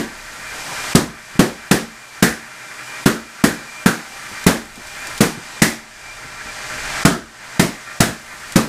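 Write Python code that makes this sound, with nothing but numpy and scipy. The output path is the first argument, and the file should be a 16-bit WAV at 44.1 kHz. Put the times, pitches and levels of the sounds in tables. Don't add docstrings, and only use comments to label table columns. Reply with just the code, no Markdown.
import sys
import numpy as np
from scipy import signal
from scipy.fft import rfft, irfft, next_fast_len
from scipy.io import wavfile
from scipy.ndimage import uniform_filter1d

SR = 44100
rng = np.random.default_rng(int(sys.argv[2]) if len(sys.argv) > 2 else 0)


def wav_record(signal):
    frames = np.transpose(np.atleast_2d(signal))
    bounded = np.clip(frames, -1, 1)
    quanta = np.round(bounded * 32767).astype(np.int16)
    wavfile.write(sys.argv[1], SR, quanta)


N = 382788
TIME = np.arange(N) / SR

# t/s, thump/Hz, bang/dB, brightness/(dB/octave), knock/Hz, ring/Hz, ring/dB, choke/dB
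BURSTS = [(-0.075, 189, -33, -0.5, 351, 1750, -20, 0), (0.9499, 157, -33, -1.6, 323, 1120, -22.5, 3.5),
          (1.3923, 210, -31.5, -1, 477, 1590, -30, 2), (1.7119, 211, -32, 0, 494, 1700, -22.5, 2.5),
          (2.2252, 205, -32.5, 0.67, 454, 1710, -15, -0.5), (3.0593, 188, -33.5, -0.2, 403, 1360, -20, 2),
          (3.439, 220, -33.5, 0, 485, 1640, -19, -0.5), (3.8598, 199, -34, 0, 465, 1470, -15.5, -0.5),
          (4.4651, 201, -30.5, -0.1, 396, 1760, -21.5, 5), (5.2065, 204, -32, 0.2, 474, 1640, -40, 1),
          (5.619, 188, -33, 1.6, 311, 1960, -17, 4), (7.051, 183, -31.5, -0.6, 670, 1420, -15, 7),
          (7.5951, 183, -33, 0, 642, 2000, -22.5, 0.5), (8.004, 149, -33, 0.5, 677, 1600, -19.5, 1.5),
          (8.558, 190, -33.5, -0.6, 555, 1240, -24, -1)]
# t/s, share/0-1
WAND_TURN = [(5.1, 0.55), (5.6, 0.8), (7.0, 0.87), (8.4, 0.5)]


def vacuum_cleaner():
    # t/s, level/dB
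    suction = [(0.2, -41), (1.6, -39.5), (2.1, -42.5), (3.0, -41.5), (4.3, -38), (5.6, -39), (6.4, -43.5),
               (7.0, -40), (7.5, -39.5), (8.5, -40)]
    # f/Hz, density/dB
    hose = [(700, -17), (1080, -11), (1300, -4), (1700, 0.5), (2080, -4), (2220, -5), (2420, -3),
            (2580, -14.5), (3300, -23), (6000, -44)]
    away = automation(WAND_TURN)
    flow = from_db(automation(suction) - choking())
    rush = wand_rush(away) * from_db(catching())
    roar = from_db(-2.9 * away) * airflow(hose, flutter_db=2.5)
    tones = whine_and_whistle(away)
    hum = from_db(-62) * tone(hz=124, waver=0.0035, flicker_db=4)
    return flow * (moving_echoes(roar + rush) + tones) + hum


def wand_rush(away):
    # f/Hz, density/dB
    wand = [(50, -20), (85, -27), (125, -2), (220, -1.5), (480, -3), (640, -1.5), (1000, 3.5), (1300, -8),
            (2500, -33)]
    # f/Hz, density/dB
    nozzle = [(1200, -14.5), (2600, 2.5), (3700, 0), (5200, 0.5), (8000, -0.5), (10000, -8.5),
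              (12000, -6.5), (15500, -25)]
    # f/Hz, density/dB
    nozzle_top = [(5000, -30), (9000, 4), (12000, -1), (15500, -8)]
    body = from_db(-8.5) * airflow(wand, flutter_db=1.3)
    hiss = from_db(-3.9) * airflow(nozzle, flutter_db=0.27)
    sizzle = from_db(-8 - 11 * away) * airflow(nozzle_top, flutter_db=0.5)
    return body + hiss + sizzle


def airflow(spectrum, flutter_db):
    # f/Hz, width/Hz, boost/dB
    duct = [(684, 59, 2), (799, 22, 6.5), (1176, 23, 5.5), (1196, 27, 5), (1357, 51, 7), (1554, 47, 5),
            (1830, 60, 2), (1886, 31, 5.5), (2078, 44, 6), (2420, 78, 2), (4720, 220, 2)]
    size = next_fast_len(N)
    hz = np.arange(size // 2 + 1) * SR / size
    peaks_db = sum(db / (1 + (2 * (hz - centre) / width) ** 2) for centre, width, db in duct)
    colour = from_db(at_hz(spectrum, hz) + peaks_db)
    air = irfft(rfft(rng.standard_normal(size)) * colour, size)[:N]
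    return rms_one(air) * from_db(flutter_db * drift(rate=34))


def whine_and_whistle(away):
    # t/s, level/dB
    whine_levels = [(0.3, -17), (0.9, -8.5), (6.1, -9.5), (7.4, -29)]
    whine = from_db(automation(whine_levels)) * tone(hz=2380, waver=0.0171, flicker_db=4.5)
    whistle = from_db(-26.5 + 12.5 * away) * tone(hz=616, waver=0.008, flicker_db=4)
    return whine + whistle


def catching(seat_s=0.12):
    # start/s, end/s, lift/dB
    catches = [(0.536, 0.95, 2.5), (5.398, 5.62, 2.5), (6.543, 7.05, 0)]
    return sum(db * np.clip((TIME - s) / seat_s + 0.5, 0, 1) * (TIME < end) for s, end, db in catches)


def choking(clear_s=0.38):
    return sum(db * (TIME > s) * np.exp(-((TIME - s) / clear_s) ** 4) for s, *_, db in BURSTS)


def balloons(tear_lead_s=0.0011, snap_lag_s=0.001543, gap_hz=93.5):
    out, t = np.zeros(N), np.arange(SR // 2) / SR
    for s, thump_hz, bang_db, tilt_db, knock_hz, ring_hz, ring_db, _ in BURSTS:
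        tear = from_db(-16.5) * band_noise(480, 1560, len(t)) * decay(t, t60=0.018)
        snap = from_db(-9.5) * band_noise(580, 3700, len(t)) * decay(t, t60=0.0057)
        boom = from_db(33.5) * thump(t, thump_hz)
        room = reverberation(t, tilt_db) + from_db(17.5) * standing_waves(t)
        knock = from_db(13) * hollow_ring(t, knock_hz, width_hz=65, t60=0.26)
        ring = from_db(ring_db) * hollow_ring(t, ring_hz, width_hz=400, t60=0.36)
        add(out, s - tear_lead_s, tear)
        add(out, s + snap_lag_s, snap)
        add(out, s, from_db(bang_db) * (boom + room + knock) + ring)
    return signal.lfilter(*signal.iirnotch(gap_hz, Q=4, fs=SR), out + 1e-18)


def thump(t, hz, swell_s=0.0025):
    return t / swell_s * np.exp(1 - t / swell_s) * np.sin(2 * np.pi * hz * t)


def hollow_ring(t, hz, width_hz, t60, build_s=0.00033):
    envelope = decay(t, t60) * (1 - np.exp(-t / build_s))
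    return band_noise(hz - width_hz / 2, hz + width_hz / 2, len(t)) * envelope


def reverberation(t, tilt_db, pivot_hz=1000, build_s=0.00086, early_db=8.5, early_s=0.0084):
    # f/Hz, density/dB
    colour = [(30, -25), (65, -14), (95, -35), (135, -9), (210, -3.5), (300, -2), (400, -9), (500, -14),
              (850, -15), (1100, -17.5), (1700, -15.5), (2800, -24), (7500, -24.5), (11800, -25.5),
              (15500, -32)]
    # f/Hz, t60/s
    decay_times = [(60, 0.45), (220, 0.29), (600, 0.34), (1600, 0.33), (5000, 0.36), (14000, 0.27)]
    edges = np.geomspace(25, 18000, 25)
    onset = 1 - np.exp(-(t / build_s) ** 2)
    out = 0
    for low, high in zip(edges, edges[1:]):
        hz = np.sqrt(low * high)
        early = from_db(early_db * hz / (hz + 400) * np.exp(-t / early_s))
        envelope = onset * early * decay(t, at_hz(decay_times, hz))
        tail = rms_one(band_noise(low, high, len(t)) * envelope) * np.sqrt(np.mean(envelope ** 2))
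        octaves = np.clip(np.log2(hz / pivot_hz), -2, 3)
        out += tail * np.sqrt(high - low) * from_db(at_hz(colour, hz) + tilt_db * octaves)
    return out


def standing_waves(t, build_s=0.01):
    # f/Hz, level/dB, t60/s
    modes = [(126.7, 0, 0.15), (177.5, 0.5, 0.18), (226.8, -0.5, 0.37), (297.7, -6, 0.3), (503, -13, 0.17),
             (672, -11.5, 0.22)]
    waves = 0
    for hz, db, t60 in modes:
        envelope = from_db(db + rng.standard_normal()) * decay(t, t60)
        waves += envelope * np.sin(2 * np.pi * (hz * t + rng.random()))
    return waves * (1 - np.exp(-t / build_s))


def rubber_slaps():
    # t/s, level/dB
    hits = [(0.9555, -6.5), (3.057, -29), (4.441, -35), (4.655, -44), (4.757, -39), (4.871, -37),
            (5.0705, -33), (5.1777, -32), (7.055, -8.5), (7.598, -19), (8.0068, -8.5), (8.522, -32),
            (8.565, -12.5)]
    return contacts(hits, low_hz=2700, high_hz=10500, t60=0.017, room_db=-11, room_t60=0.26)


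def dull_knocks():
    # t/s, level/dB
    hits = [(1.355, -40), (4.315, -42), (4.775, -38), (5.374, -32), (6.244, -42), (6.458, -48),
            (7.195, -44), (8.089, -26.5)]
    return contacts(hits, low_hz=80, high_hz=306, t60=0.13, room_db=-18, room_t60=0.21)


def contacts(hits, low_hz, high_hz, t60, room_db, room_t60):
    out, t = np.zeros(N), np.arange(SR // 3) / SR
    envelope = decay(t, t60) + from_db(room_db) * decay(t, room_t60)
    for s, db in hits:
        add(out, s, from_db(db) * band_noise(low_hz, high_hz, len(t)) * envelope)
    return out


def hose_rumble(jostle_db=3.5):
    # t/s, level/dB
    handling = [(0.3, -57.5), (2.398, -60), (2.7, -87), (4.3, -56), (5.0, -54), (8.5, -59)]
    # f/Hz, density/dB
    colour = [(10, -14), (30, -1), (62, -10.5), (95, -12), (300, -34.5)]
    level_db = automation(handling) + jostle_db * drift(rate=4.4)
    return from_db(level_db) * airflow(colour, flutter_db=0.5)


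def moving_echoes(x, strength=0.11, slide_s=0.000198, count=12):
    delays_s = rng.uniform(0.015, 0.06, count)
    echoes = sum(np.interp(TIME - d - slide_s * drift(rate=1.5), TIME, x, left=0) for d in delays_s)
    return (x + strength * echoes) / np.sqrt(1 + count * strength ** 2)


def body_shade(x, shelf_hz=10000, shelf_db=-9):
    dull = signal.sosfiltfilt(signal.butter(3, shelf_hz, fs=SR, output="sos"), x)
    return dull + from_db(shelf_db * automation(WAND_TURN)) * (x - dull)


def gain_control(x, target_db=-3, start_db=2.5, max_db=17, release_db_per_s=11.5):
    window_s, attack_s, look_ahead_s = 0.0033, 0.0047, 0.0135
    power = uniform_filter1d(x ** 2, round(window_s * SR))
    level_db = 10 * np.log10(np.maximum(power, 1e-12))
    coming_db = np.interp(TIME + look_ahead_s, TIME, level_db)
    allowed_db = np.clip(target_db - coming_db, 0, max_db)
    climb_db = release_db_per_s * TIME
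    gain_db = np.minimum(np.minimum.accumulate(allowed_db - climb_db), start_db) + climb_db
    return x * from_db(uniform_filter1d(gain_db, round(attack_s * SR)))


def tone(hz, waver, flicker_db):
    phase = 2 * np.pi * np.cumsum(hz * (1 + waver * drift(rate=70))) / SR
    return rms_one(np.sin(phase) * from_db(flicker_db * drift(rate=26)))


def band_noise(low_hz, high_hz, size):
    sos = signal.butter(2, [low_hz, high_hz], "band", fs=SR, output="sos")
    return rms_one(signal.sosfilt(sos, rng.standard_normal(size + SR // 10))[-size:])


def drift(rate):
    knots = np.arange(0, N / SR + 1, 1 / rate)
    return np.interp(TIME, knots, rng.standard_normal(len(knots)))


def decay(t, t60):
    return from_db(-60 * t / t60)


def automation(points):
    return np.interp(TIME, *np.transpose(points))


def at_hz(points, hz):
    freqs, values = np.transpose(points)
    return np.interp(np.log(np.maximum(hz, 1)), np.log(freqs), values)


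def from_db(db):
    return 10 ** (np.asarray(db) / 20)


def rms_one(x):
    return x / np.sqrt(np.mean(x ** 2) + 1e-20)


def add(track, s, sound):
    at = round(s * SR)
    sound, at = sound[max(-at, 0):], max(at, 0)
    track[at:at + len(sound)] += sound[:N - at]


def scene():
    mix = rubber_slaps() + dull_knocks() + balloons() + vacuum_cleaner() + hose_rumble()
    return body_shade(mix)[None]


def record(dry, ceiling=0.98, cutoff_hz=15500):
    x = gain_control(dry[0])
    clipped = x / (1 + (x / ceiling) ** 8) ** (1 / 8)
    treble_cut = signal.ellip(12, 0.1, 80, cutoff_hz, fs=SR, output="sos")
    return signal.sosfilt(treble_cut, clipped)[None]


dry = scene()
out = record(dry)
wav_record(out)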